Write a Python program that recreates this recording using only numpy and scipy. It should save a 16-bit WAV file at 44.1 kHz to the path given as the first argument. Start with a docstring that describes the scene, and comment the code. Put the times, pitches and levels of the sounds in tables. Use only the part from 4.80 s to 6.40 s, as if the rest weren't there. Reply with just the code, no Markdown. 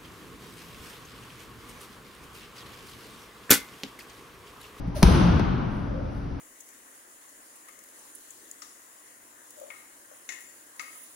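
"""Ventilation rushes and hums in a large gym; clothes swish, soft footfalls land and a shoe squeaks on a throw.
A heavy slam ball hits the rubber floor a few metres from a phone: a sharp pulse and rustle for the shell,
falling and decaying sines for the thud and the floor, and low swells for the echoes.
Banded noise makes the hall ring on; the ball lands once more after a low hop, softer and duller.
Cloth swishes again and a faint hollow tone swells and fades."""
import sys
import numpy as np
from scipy import signal
from scipy.fft import rfft, irfft
from scipy.io import wavfile
from scipy.ndimage import uniform_filter1d

SR = 44100
rng = np.random.default_rng(int(sys.argv[2]) if len(sys.argv) > 2 else 0)


def store_wav(level_fs):
    """Save 16-bit WAV to argv[1]."""
    pcm = np.round(np.clip(np.atleast_2d(level_fs), -1, 1) * 32767)
    wavfile.write(sys.argv[1], SR, pcm.T.astype(np.int16))


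N = 70560
TOP_HZ = 15900  # upper limit of the sound


def undb(db):
    """Decibels to gain."""
    return 10 ** (np.asarray(db) / 20)


def read(table, hz, axis=1):
    """One column of a table, interpolated on a log-frequency axis."""
    rows = np.array(table, float)
    return np.interp(np.log(np.maximum(hz, 1)), np.log(rows[:, 0]), rows[:, axis])


def bins():
    """Frequencies of the spectrum in Hz."""
    return np.fft.rfftfreq(N, 1 / SR)


def since(start):
    """Seconds since start, zero before it."""
    return np.maximum(np.arange(N) / SR - start, 0)


def sine(hz, age):
    """Steady tone that starts from zero."""
    return np.sin(2 * np.pi * hz * age)


def fade(age, rise, t60):
    """Smooth attack, and a release that falls 60 dB in every t60 seconds."""
    attack = 1 - np.exp(-(age / rise) ** 2)
    return attack * undb(-60 * age / t60)


def pan(db):
    """Left and right gains for a left-minus-right difference in dB."""
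    return undb(np.array([db, -db]).reshape(2, -1) / 2)


# stereo spread of the noises: (frequency [Hz], side minus mid [dB], left minus right [dB])
STEREO_WIDTH = [(61.3, -11.5, 3.5), (108, -13, 3.5), (198, -6.5, 2), (393, -2.5, 5.5), (664, 2, 1),
                (1270, -1, 1.5), (2410, -5.5, 2.5), (4500, -5, 4), (8600, 1, 0)]


def noise(table):
    """Random-phase stereo noise of unit RMS, its spectrum from the table and its width set by frequency."""
    hz = bins()
    mid, side = np.exp(2j * np.pi * rng.random((2, len(hz))))
    width = undb(read(STEREO_WIDTH, hz))
    pair = (mid + np.array([[1], [-1]]) * width * side) / np.hypot(1, width)
    balance = pan(read(STEREO_WIDTH, hz, axis=2))
    x = irfft(pair * undb(read(table, hz)) * balance, N)
    return x / np.sqrt(np.mean(x ** 2))


def causal(table):
    """Minimum-phase frequency response of a spectrum, by folding its cepstrum."""
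    cepstrum = irfft(np.log(undb(read(table, bins()))), N)
    cepstrum[1:N // 2] *= 2
    cepstrum[N // 2 + 1:] = 0
    return np.exp(rfft(cepstrum))


# shell slapping flat on the floor: (frequency [Hz], relative density [dB per Hz])
SLAP_SPECTRUM = [(300, -16), (800, 1), (1500, 7.5), (2500, -3.5), (4500, -0.5), (6300, 5.5), (10000, 3.5),
                 (12500, -5), (15500, -23)]
# filling shifting and nearest surfaces answering: (frequency [Hz], relative density [dB per Hz])
RUSTLE_SPECTRUM = [(200, 2), (450, -5), (950, -8.5), (1600, -17.5), (3000, -18), (5500, -18.5),
                   (10000, -20), (15000, -38)]
LEFT_LAG_S, CRACK_PAN_DB = .000025, 2.5  # the left channel lags but is louder
CRACK_SMEAR_S, CRACK_SMEAR_HZ = .0008, 9000  # the low part of the crack comes a little later
RUSTLE_DB, RUSTLE_RISE_S, RUSTLE_T60_S = -8, 0.0011, 0.05
TILT_HZ = 3030  # the treble tilt sets in around here


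def crack(start, tilt_db):
    """The shell slaps flat in one sharp pulse and a short rustle follows; the tilt dulls both."""
    hz = bins()
    lag = start + np.array([[LEFT_LAG_S], [0]]) + CRACK_SMEAR_S * np.exp(-hz / CRACK_SMEAR_HZ)
    # summing the delay over frequency gives the phase
    phase = 2 * np.pi * np.cumsum(lag, axis=1) * hz[1]
    slap = irfft(causal(SLAP_SPECTRUM) * np.exp(-1j * phase), N)
    slap = slap / np.abs(slap).max() * pan(CRACK_PAN_DB)
    rustle = noise(RUSTLE_SPECTRUM) * fade(since(start), RUSTLE_RISE_S, RUSTLE_T60_S)
    both = slap + undb(RUSTLE_DB) * rustle
    octaves = np.log2(np.hypot(1, hz / TILT_HZ))
    return irfft(rfft(both) * undb(tilt_db * octaves), N)


# modes of the floor: (frequency [Hz], level [dB], t60 [s], delay [s])
FLOOR_RESONANCES = [(53, -2, 0.15, 0.0195), (181.8, -6, 0.13, 0.043), (358, -18, 0.14, 0.0015)]
FLOOR_RISE_S = .007


def floor_boom(start):
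    """The struck floor rings in a few damped low modes, each after its own delay."""
    out = 0
    for hz, db, t60, delay in FLOOR_RESONANCES:
        age = since(start + delay)
        out = out + undb(db) * sine(hz, age) * fade(age, FLOOR_RISE_S, t60)
    return out


# the shell meets the floor just before it slaps flat
TOUCH_LEAD_S, TOUCH_HZ, TOUCH_DB, TOUCH_T60_S = 0.0036, 620, -13, 0.012
# the air squeezed out from under the ball
SMACK_HZ, SMACK_DB, SMACK_RISE_S, SMACK_T60_S = 948, -5, 0.0012, 0.017
# the pitch falls as the ball flattens
THUD_START_HZ, THUD_END_HZ, THUD_GLIDE_S = 318, 165, 0.0025
THUD_DB, THUD_RISE_S, THUD_T60_S, THUD_PAN_DB = 13.8, 0.0084, 0.029, 3.5


def thud(start):
    """The ball touches, smacks, flattens with a falling pitch and sets the floor booming."""
    early, age = since(start - TOUCH_LEAD_S), since(start)
    touch = -undb(TOUCH_DB) * sine(TOUCH_HZ, early) * fade(early, 1 / SR, TOUCH_T60_S)
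    smack = undb(SMACK_DB) * sine(SMACK_HZ, age) * fade(age, SMACK_RISE_S, SMACK_T60_S)
    glide = THUD_GLIDE_S * (1 - np.exp(-age / THUD_GLIDE_S))
    turns = THUD_END_HZ * age + (THUD_START_HZ - THUD_END_HZ) * glide
    body = -undb(THUD_DB) * np.sin(2 * np.pi * turns) * fade(age, THUD_RISE_S, THUD_T60_S)
    return (touch + smack + body + floor_boom(start)) * pan(THUD_PAN_DB)


# low echoes from around the hall: (delay [s], pitch [Hz], level [dB], half-length [s])
HALL_ECHOES = [(.064, 485, -25, .012), (.085, 74.5, -15.5, 0.011), (.124, 150, -14, 0.012),
               (.146, 340, -22, 0.02), (.185, 233, -13.5, 0.0036), (.205, 66, -21, 0.015),
               (.24, 175, -17.5, 0.038), (.275, 52, -18.5, 0.015), (.33, 78, -15, 0.0079)]
ECHO_PAN_DB = 0.5


def echoes(start):
    """The boom comes back from around the hall in separate low swells, each with its own pitch."""
    out = 0
    for delay, hz, db, half_length in HALL_ECHOES:
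        t = np.arange(N) / SR - start - delay
        out = out + undb(db) * np.cos(2 * np.pi * hz * t) * np.exp(-(t / half_length) ** 2)
    return out * pan(ECHO_PAN_DB)


# reverberation of the hall: (frequency [Hz], relative density [dB per Hz], t60 [s])
REVERBERATION = [(25, -19.5, 0.85), (46.3, 4.5, 1.4), (106, 1, 1.73), (181, 0.5, 2.36), (361, -8.5, 1.92),
                 (468, -14, 2), (980, -13.5, 2.07), (1540, -17, 2.26), (1710, -24, 1.94),
                 (2890, -25, 1.645), (5100, -29, 1.13), (10300, -28.5, 0.51), (16300, -67, 0.66)]
HALL_DB, HALL_RISE_S = -19.5, 0.00043
HALL_RISE_CYCLES = 10  # the build-up is slower in the bass
HALL_HOLD_S = 0.32  # for the longest t60, in proportion for shorter ones


def hall(start, count=20):
    """Dense reflections fill the hall, hold, then die away at a rate set by frequency."""
    age, field = since(start), rfft(noise(REVERBERATION))
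    centres = np.geomspace(25, TOP_HZ, count)
    longest = np.array(REVERBERATION)[:, 2].max()
    out = 0
    for hz, pick in zip(centres, np.eye(count)):
        t60 = read(REVERBERATION, hz, axis=2)
        hold = HALL_HOLD_S * t60 / longest
        # overlapping triangular bands add up to the whole field
        band = irfft(field * read(np.c_[centres, pick], bins()), N)
        build = 1 - np.exp(-age / (HALL_RISE_S + HALL_RISE_CYCLES / hz))
        decay = undb(-60 * (np.hypot(age, hold) - hold) / t60)
        out = out + band * build * decay
    return undb(HALL_DB) * out


# cloth rubbing: (frequency [Hz], relative density [dB per Hz])
CLOTH_SPECTRUM = [(500, -3), (1200, -3.5), (2200, -11), (5000, -9.5), (10000, -5), (15000, -28)]
# swishes: (time [s], level [dB], rise [s], t60 [s])
CLOTH_SWISHES = [(0.062, -47.5, 0.018, 0.1), (0.143, -36.5, 0.015, 0.6), (.87, -48, 0.086, 0.48),
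                 (1.28, -37.5, 0.14, 0.33)]


def clothes():
    """Cloth swishes as noise on the throw, then as the thrower straightens up and steps."""
    level = 0
    for start, db, rise, t60 in CLOTH_SWISHES:
        level = level + undb(db) * fade(since(start), rise, t60)
    return noise(CLOTH_SPECTRUM) * level


# shoe squeaks: (time [s], length [s], mean pitch [Hz], level [dB])
SHOE_SQUEAKS = [(0.135, 0.0255, 948, -43), (0.154, 0.032, 596, -30), (0.184, 0.033, 642, -40)]
SQUEAK_SAG, SQUEAK_ROUGH = .26, .05  # total fall and random wobble, as shares of the pitch


def squeaks():
    """A shoe gives short, rough squeaks of sagging pitch."""
    out = 0
    for start, length, hz, db in SHOE_SQUEAKS:
        part = np.minimum(since(start) / length, 1)
        wobble = uniform_filter1d(rng.standard_normal(N), size=80)
        pitch = hz * (1 - SQUEAK_SAG * (part - .5) + SQUEAK_ROUGH * wobble / wobble.std())
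        tone = np.sin(2 * np.pi * np.cumsum(pitch) / SR)
        out = out + undb(db) * np.sin(np.pi * part) ** 2 * tone
    return out


# footfalls: (time [s], pitch [Hz], level [dB])
FOOTFALLS = [(0.075, 177, -25), (0.193, 58, -25.5)]
THUMP_RISE_S, THUMP_T60_S = 0.0026, 0.17


def thumps():
    """Soft, dull footfalls, each a decaying low sine."""
    out = 0
    for start, hz, db in FOOTFALLS:
        age = since(start)
        out = out + undb(db) * sine(hz, age) * fade(age, THUMP_RISE_S, THUMP_T60_S)
    return out


# faint hollow tone in the hall: (frequency [Hz], relative density [dB per Hz])
HOLLOW_TONE = [(300, -34), (440, -12), (520, 12), (615, 7.5), (720, -24), (1000, -58)]
SWELL_S, SWELL_WIDTH_S, SWELL_DB = 1.2, 0.12, -40.5  # time of the peak, half-length, level
SWELL_WAVER_HZ, SWELL_WAVER_DB = 15.5, 0.5


def swell():
    """A faint hollow tone of narrow noise comes and goes, wavering in level."""
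    t = since(0) - SWELL_S
    waver_db = SWELL_WAVER_DB * np.cos(2 * np.pi * SWELL_WAVER_HZ * t)
    return undb(SWELL_DB + waver_db) * noise(HOLLOW_TONE) * np.exp(-(t / SWELL_WIDTH_S) ** 2)


# rush of the ventilation: (frequency [Hz], relative density [dB per Hz])
AIR_RUSH = [(20, 1), (48, 5), (80, 3), (125, 0), (190, -1), (280, -6), (420, -12), (800, -14),
            (1500, -21.5), (2000, -27), (4000, -36.5), (5800, -38.5), (10000, -49), (15000, -86)]
# hum and whines of the ventilation: (frequency [Hz], RMS level [dB])
HUM_AND_WHINES = [(51, -43), (118.4, -44), (279.9, -46.5), (4764, -76.5), (5647, -78), (5884, -90),
                  (10282, -83.5)]
AIR_DB = -36
HUM_DRIFT = .001  # share of the pitch


def ventilation():
    """A steady noise of rushing air, with hum and thin whines as sines slightly unsteady in pitch."""
    out = undb(AIR_DB) * noise(AIR_RUSH)
    for hz, db in HUM_AND_WHINES:
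        drift = uniform_filter1d(rng.standard_normal(N), size=2000)
        turns = np.cumsum(hz * (1 + HUM_DRIFT * drift / drift.std())) / SR
        out = out + undb(db) * np.sqrt(2) * np.sin(2 * np.pi * (turns + rng.random()))
    return out


# landings of the ball, with a gain for each layer:
# (time [s], crack [dB], thud and echoes [dB], hall [dB], treble tilt of the crack [dB per octave])
BALL_LANDINGS = [(0.2287, 0.5, -1.5, 1, -1.5), (0.5952, -13, -31.5, -42, -10.5)]


def scene():
    """The throw, the landings and the hall around them."""
    out = ventilation() + clothes() + squeaks() + thumps() + swell()
    for start, crack_db, thud_db, hall_db, tilt_db in BALL_LANDINGS:
        out = out + undb(crack_db) * crack(start, tilt_db)
        out = out + undb(thud_db) * (thud(start) + echoes(start))
        out = out + undb(hall_db) * hall(start)
    return out


# overall tone colour, with a notch in the treble: (frequency [Hz], gain [dB])
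TONE_COLOUR = [(20, 0), (42, 4), (6200, 0), (7100, -18), (7900, -20.5), (8800, -4.5), (16000, 7)]


def record(dry):
    """A notch near 7.5 kHz colours the treble; the peaks are capped and the top is cut."""
    coloured = irfft(rfft(dry) * causal(TONE_COLOUR), N)
    capped = np.clip(coloured, -1, 1)
    top_cut = signal.ellip(8, .2, 70, TOP_HZ, fs=SR, output="sos")
    return signal.sosfilt(top_cut, capped)


dry = scene()
out = record(dry)
store_wav(out)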